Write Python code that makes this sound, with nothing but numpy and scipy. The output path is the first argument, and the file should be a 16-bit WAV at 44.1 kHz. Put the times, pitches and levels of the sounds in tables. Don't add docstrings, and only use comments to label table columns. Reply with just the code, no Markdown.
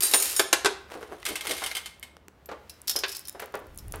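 import sys
import numpy as np
from scipy import signal
from scipy.fft import rfft, irfft
from scipy.io import wavfile

SR = 44100
rng = np.random.default_rng(int(sys.argv[2]) if len(sys.argv) > 2 else 0)


def store_wav(level_fs):
    pcm = np.round(np.clip(np.atleast_2d(level_fs), -1, 1) * 32767)
    wavfile.write(sys.argv[1], SR, pcm.T.astype(np.int16))


N = 176400

# f/Hz, relative level/dB
ROOM_SPECTRUM = [(15, -43.5), (25, -20), (76, 4.5), (301, 1.5), (1190, -7), (16000, -49.5)]
HISS_SPECTRUM = [(200, -7), (2000, -2.5), (9500, -18), (13500, -17)]
RUMBLE_SPECTRUM = [(20, -17), (60, -3.5), (250, -25.5), (4000, -54)]
# t/s, level/dB
HISS_ENVELOPE = [(0, -64), (1.9, -65), (2.25, -73), (2.7, -62), (4, -63)]
RUMBLE_ENVELOPE = [(3.5, -84), (3.7, -50.5), (4, -38)]
# f/Hz, t60/s
ROOM_DECAY = [(300, .5), (2500, .5), (6500, .38), (14000, .24)]

# t/s, level/dB
TICK_HITS = [(1.997, -36), (2.8172, -29), (3.169, -20), (3.194, -26), (3.274, -28), (3.2845, -22),
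             (3.2955, -21), (3.4015, -27), (3.459, -32), (3.5545, -29), (3.776, -26), (3.882, -33),
             (3.9228, -22), (3.959, -28)]
# t/s, level/dB, f/Hz, t60/s
TAP_HITS = [(1.229, -31, 2000, .04), (1.714, -24, 2140, .06), (2.168, -36, 800, .014),
            (2.283, -33, 370, .016), (2.4587, -39, 12300, .06)]
# t/s, level/dB, tilt/(dB/oct)
SCUFF_SWELLS = [(0.931, -37, 5), (.965, -37, -2), (1.031, -40, 2), (1.127, -36, 0.5), (1.312, -34, -7),
                (1.459, -35.5, 8), (1.511, -30.5, -1.5)]
BUMP_HITS = [(1.62, -24, 5.5), (2.489, -29.5, 2.5), (2.514, -27.5, 3), (2.955, -28.5, 3), (3.348, -33.5, 1),
             (3.396, -29.5, 6.5), (3.422, -28.5, 4.5), (3.5402, -22, 2.5), (3.612, -40, -1),
             (3.938, -29, 4)]
# t/s, level/dB
PART_HITS = [(1.253, -23), (1.263, -21), (1.288, -25), (1.356, -22), (1.409, -27), (1.470, -23),
             (1.494, -24.5), (1.510, -20), (1.579, -30.5), (1.638, -24), (1.662, -23), (1.751, -24.5),
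             (1.768, -24), (1.859, -30), (2.028, -34.5)]
PIECE_HITS = [(2.696, -33.5), (2.8738, -28.5), (2.879, -19.5), (2.895, -15.5), (2.9115, -24),
              (2.962, -17.5), (2.989, -24), (3.082, -30.5), (3.092, -30), (3.253, -38.5), (3.282, -33),
              (3.786, -37)]
# t/s, level/dB, tilt/(dB/oct), low-pass f/Hz
KNOCK_HITS = [(0.1367, -8, -1, 14200), (0.395, -7.5, -1.2, 13900), (0.5287, -5.5, -0.2, 11200),
              (0.6467, -14.5, -3, 12300), (0.658, -9.5, -2.34, 10400), (3.0358, -6.5, 2.5, 4080)]
# t/s, level/dB, mode gain/dB
COIN_STRIKES = [(0.0234, -25.5, 10), (0.033, -18.5, 13.5), (0.1128, -19, -8.5), (0.1445, -18.5, 17),
                (0.158, -24, 5.5), (0.2004, -18.5, 9), (0.224, -14.5, -11.5), (0.364, -20.5, 14)]

# t/s, level/dB
TICK_ENVELOPE = [(3, -34), (4, -47)]
PART_ENVELOPE = [(.9, -51), (1.22, -55.5), (1.27, -36), (1.39, -55), (1.5, -33.5), (1.7, -38.5),
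                 (1.95, -66)]
PIECE_ENVELOPE = [(2.88, -40), (3.06, -58), (3.11, -29), (3.16, -34), (3.2, -57)]
COIN_ENVELOPE = [(0, -18), (.06, -25), (.1, -31), (.2, -30.5), (.31, -25.5), (.36, -41)]

# f/Hz, relative level/dB
TICK_SPECTRUM = [(300, -22), (4000, -19), (10000, 0), (16000, -2)]
BUMP_SPECTRUM = [(170, -12), (400, 7), (1500, -7), (3000, -21), (16000, -48.5)]
PART_SPECTRUM = [(200, -13), (1000, 0), (3500, 4), (7400, -2), (9000, 2), (13000, -2), (16000, -11)]
PIECE_SPECTRUM = [(150, -18), (450, -11), (2000, -5.5), (5400, 7), (7800, 1.5), (10500, 4.5), (16000, -0.5)]
KNOCK_SPECTRUM = [(160, -28.5), (360, 2.5), (900, 0), (3700, 1), (6800, 1), (12500, 0.5), (16000, -7)]
COIN_SPECTRUM = [(150, -27), (390, -2.5), (600, -12), (4800, -4), (7000, -2), (12500, 1), (16000, -8.5)]

# f/Hz, relative level/dB, t60/s
PART_RING = [(2150, -14, .06), (3090, -14, .06), (3290, -21, .05), (8490, -18, .05)]
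PIECE_RING = [(5215, -12, .115), (5390, -15, .115), (5690, -16, .08), (7220, -23, .07)]
CONTAINER_RING = [(390, -25, .14), (1090, -21, .1), (1560, -18, .08), (1690, -20, .09), (3275, -25, .07)]
COIN_RING = [(5380, -28, .1), (6820, -23, .08), (9105, -15, .085), (9380, -20, .06), (11070, -23, .1),
             (13765, -22, .11)]

ROOM_DB, HUM_DB, HUM_HZ, HUM_WIDTH_HZ = -60.5, -61.5, 68, 19
TICK_T60_S, BUMP_T60_S, PART_T60_S = .01, .18, .21
PIECE_T60_S, KNOCK_T60_S, COIN_T60_S = .089, .12, .095
DAMPING_HZ, CUTOFF_HZ = 8300, 15900
STRAY_T60_S, MODE_SPREAD_DB, JOSTLE_SPREAD_DB = .06, 4, 3.5
SCUFF_DB_PER_S, GRAINS_PER_S, LOOSEN_DB_PER_S = 457, 980, 14


def amp(db):
    return 10 ** (np.asarray(db) / 20)


def unit_rms(x):
    return x / np.sqrt(np.mean(x ** 2) + 1e-20)


def at_hz(table, hz):
    table_hz, values = np.transpose(table)
    return np.interp(np.log(hz + 1), np.log(table_hz + 1), values)


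def add(mix, start_s, sound):
    span = mix[max(round(start_s * SR), 0):][:len(sound)]
    span += sound[:len(span)]


def band_decay(x, t60_s_at):
    t, hz = np.arange(len(x)) / SR, np.fft.rfftfreq(len(x), 1 / SR)
    centres_hz = np.geomspace(200, 16000, 7)
    bins, out = rfft(x), np.zeros(len(x))
    for centre_hz, weights in zip(centres_hz, np.eye(7)):
        band = irfft(bins * at_hz(list(zip(centres_hz, weights)), hz), len(x))
        out += band * amp(-60 * t / t60_s_at(centre_hz))
    return out


def colour(x, spectrum, tilt_db_oct, size=2048):
    hz = abs(np.fft.fftfreq(size, 1 / SR))
    gain_db = at_hz(spectrum, hz) + tilt_db_oct * np.log2(np.maximum(hz, 300) / 2000)
    log_response = np.conj(signal.hilbert(np.log(amp(gain_db))))
    impulse = np.fft.ifft(np.exp(log_response)).real
    return signal.fftconvolve(x, impulse[:size // 2])[:len(x)]


def noise(gain):
    return unit_rms(irfft(rfft(rng.standard_normal(N)) * gain, N))


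def contact(spectrum, t60_s, modes=(), tilt_db_oct=0, ring_db=0, strays=12, size=12000):
    t = np.arange(size) / SR
    x = band_decay(rng.choice([-1., 1.], size), lambda hz: t60_s / (1 + hz / DAMPING_HZ))
    if modes:
        stray_gain = 2 * amp(-17 - 60 * t / STRAY_T60_S)
        for hz in rng.uniform(1200, 15000, strays):
            x += stray_gain * np.sin(2 * np.pi * (hz * t + rng.random()))
    x = colour(x, spectrum, tilt_db_oct)
    onset_samples = int(SR * min(t60_s, .1) / 10) + 40
    x /= 2.5 * np.std(x[:onset_samples])
    for hz, db, ring_t60_s in modes:
        mode_db = db + ring_db + MODE_SPREAD_DB * rng.uniform(-1, 1)
        detuned_hz = hz * (1 + .009 * rng.uniform(-1.7, 1))
        x += amp(mode_db - 60 * t / ring_t60_s) * np.sin(2 * np.pi * (detuned_hz * t + rng.random()))
    return x


def jostle(envelope, spectrum, t60_s, modes=(), rate_per_s=110):
    times_s, levels_db = np.transpose(envelope)
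    slots_s = np.arange(times_s[0], times_s[-1], 1 / rate_per_s)
    variants = [contact(spectrum, t60_s, modes) for _ in range(8)]
    out = np.zeros(N)
    for slot_s, (lag, pick, chance) in zip(slots_s, rng.random((N // 400, 3))):
        scatter_db = JOSTLE_SPREAD_DB * (-np.log(max(chance, .08)) - 1)
        db = np.interp(slot_s, times_s, levels_db) + scatter_db
        add(out, slot_s + 2 * lag / rate_per_s, amp(db) * variants[int(pick * len(variants))])
    return out


def kitchen(x, wet_db, size=30000):
    t = np.arange(size) / SR
    fade_in = np.clip((t - .003) / .008, 0, 1)
    reflections = rng.standard_normal(size) * (rng.random(size) < .15) * fade_in
    tail = band_decay(reflections, lambda hz: at_hz(ROOM_DECAY, hz))
    return x + amp(wet_db) * signal.fftconvolve(x, tail / np.linalg.norm(tail))[:N]


def background():
    t, hz = np.arange(N) / SR, np.fft.rfftfreq(N, 1 / SR)
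    hum = amp(HUM_DB) * noise(np.exp(-((hz - HUM_HZ) / HUM_WIDTH_HZ) ** 2))
    hiss = amp(np.interp(t, *np.transpose(HISS_ENVELOPE))) * noise(amp(at_hz(HISS_SPECTRUM, hz)))
    rumble = amp(np.interp(t, *np.transpose(RUMBLE_ENVELOPE))) * noise(amp(at_hz(RUMBLE_SPECTRUM, hz)))
    room = amp(ROOM_DB) * noise(amp(at_hz(ROOM_SPECTRUM, hz)))
    return room + hum + hiss + rumble


def ticks():
    out = jostle(TICK_ENVELOPE, TICK_SPECTRUM, TICK_T60_S, rate_per_s=24)
    for start_s, db in TICK_HITS:
        add(out, start_s, amp(db) * contact(TICK_SPECTRUM, TICK_T60_S))
    for start_s, db, hz, t60_s in TAP_HITS:
        spectrum = [(hz / 10, -20), (hz, 0), (hz * 2, -10), (hz * 10, -24)]
        add(out, start_s, amp(db) * contact(spectrum, t60_s / 2, [(hz, -6, t60_s)], strays=0))
    return kitchen(out, wet_db=-17.5)


def counter():
    out, t = np.zeros(N), np.arange(N) / SR
    for crest_s, db, tilt_db_oct in SCUFF_SWELLS:
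        grains = rng.standard_normal(N) * (rng.random(N) < GRAINS_PER_S / SR)
        swell = amp(db - SCUFF_DB_PER_S * abs(t - crest_s))
        out += swell * unit_rms(colour(grains, BUMP_SPECTRUM, tilt_db_oct))
    for start_s, db, tilt_db_oct in BUMP_HITS:
        add(out, start_s, amp(db) * contact(BUMP_SPECTRUM, BUMP_T60_S, tilt_db_oct=tilt_db_oct))
    return kitchen(out, wet_db=-10.5)


def stirred_parts():
    out = jostle(PART_ENVELOPE, PART_SPECTRUM, PART_T60_S, PART_RING)
    for start_s, db in PART_HITS:
        ring_db = LOOSEN_DB_PER_S * (start_s - PART_HITS[0][0])
        add(out, start_s, amp(db) * contact(PART_SPECTRUM, PART_T60_S, PART_RING, ring_db=ring_db))
    return kitchen(out, wet_db=-12)


def bright_piece():
    out = jostle(PIECE_ENVELOPE, PIECE_SPECTRUM, PIECE_T60_S, PIECE_RING)
    for start_s, db in PIECE_HITS:
        add(out, start_s, amp(db) * contact(PIECE_SPECTRUM, PIECE_T60_S, PIECE_RING))
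    return kitchen(out, wet_db=-11.5)


def container():
    out = np.zeros(N)
    for start_s, db, tilt_db_oct, edge_hz in KNOCK_HITS:
        ring_db = -2 * tilt_db_oct
        knock = contact(KNOCK_SPECTRUM, KNOCK_T60_S, CONTAINER_RING, tilt_db_oct, ring_db, strays=3)
        lowpass = signal.butter(4, edge_hz, fs=SR)
        add(out, start_s, amp(db) * signal.lfilter(*lowpass, knock))
    return kitchen(out, wet_db=-12.5)


def coins():
    out = jostle(COIN_ENVELOPE, COIN_SPECTRUM, COIN_T60_S, COIN_RING)
    for start_s, db, ring_db in COIN_STRIKES:
        add(out, start_s, amp(db) * contact(COIN_SPECTRUM, COIN_T60_S, COIN_RING, ring_db=ring_db))
    return kitchen(out, wet_db=-1.5)


def scene():
    return (background() + coins() + container() + stirred_parts() + bright_piece()
            + counter() + ticks())[None]


def record(dry):
    lowpass = signal.firwin(255, CUTOFF_HZ, window=("kaiser", 8), fs=SR)
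    return signal.oaconvolve(dry, lowpass[None], "same")


dry = scene()
out = record(dry)
store_wav(out)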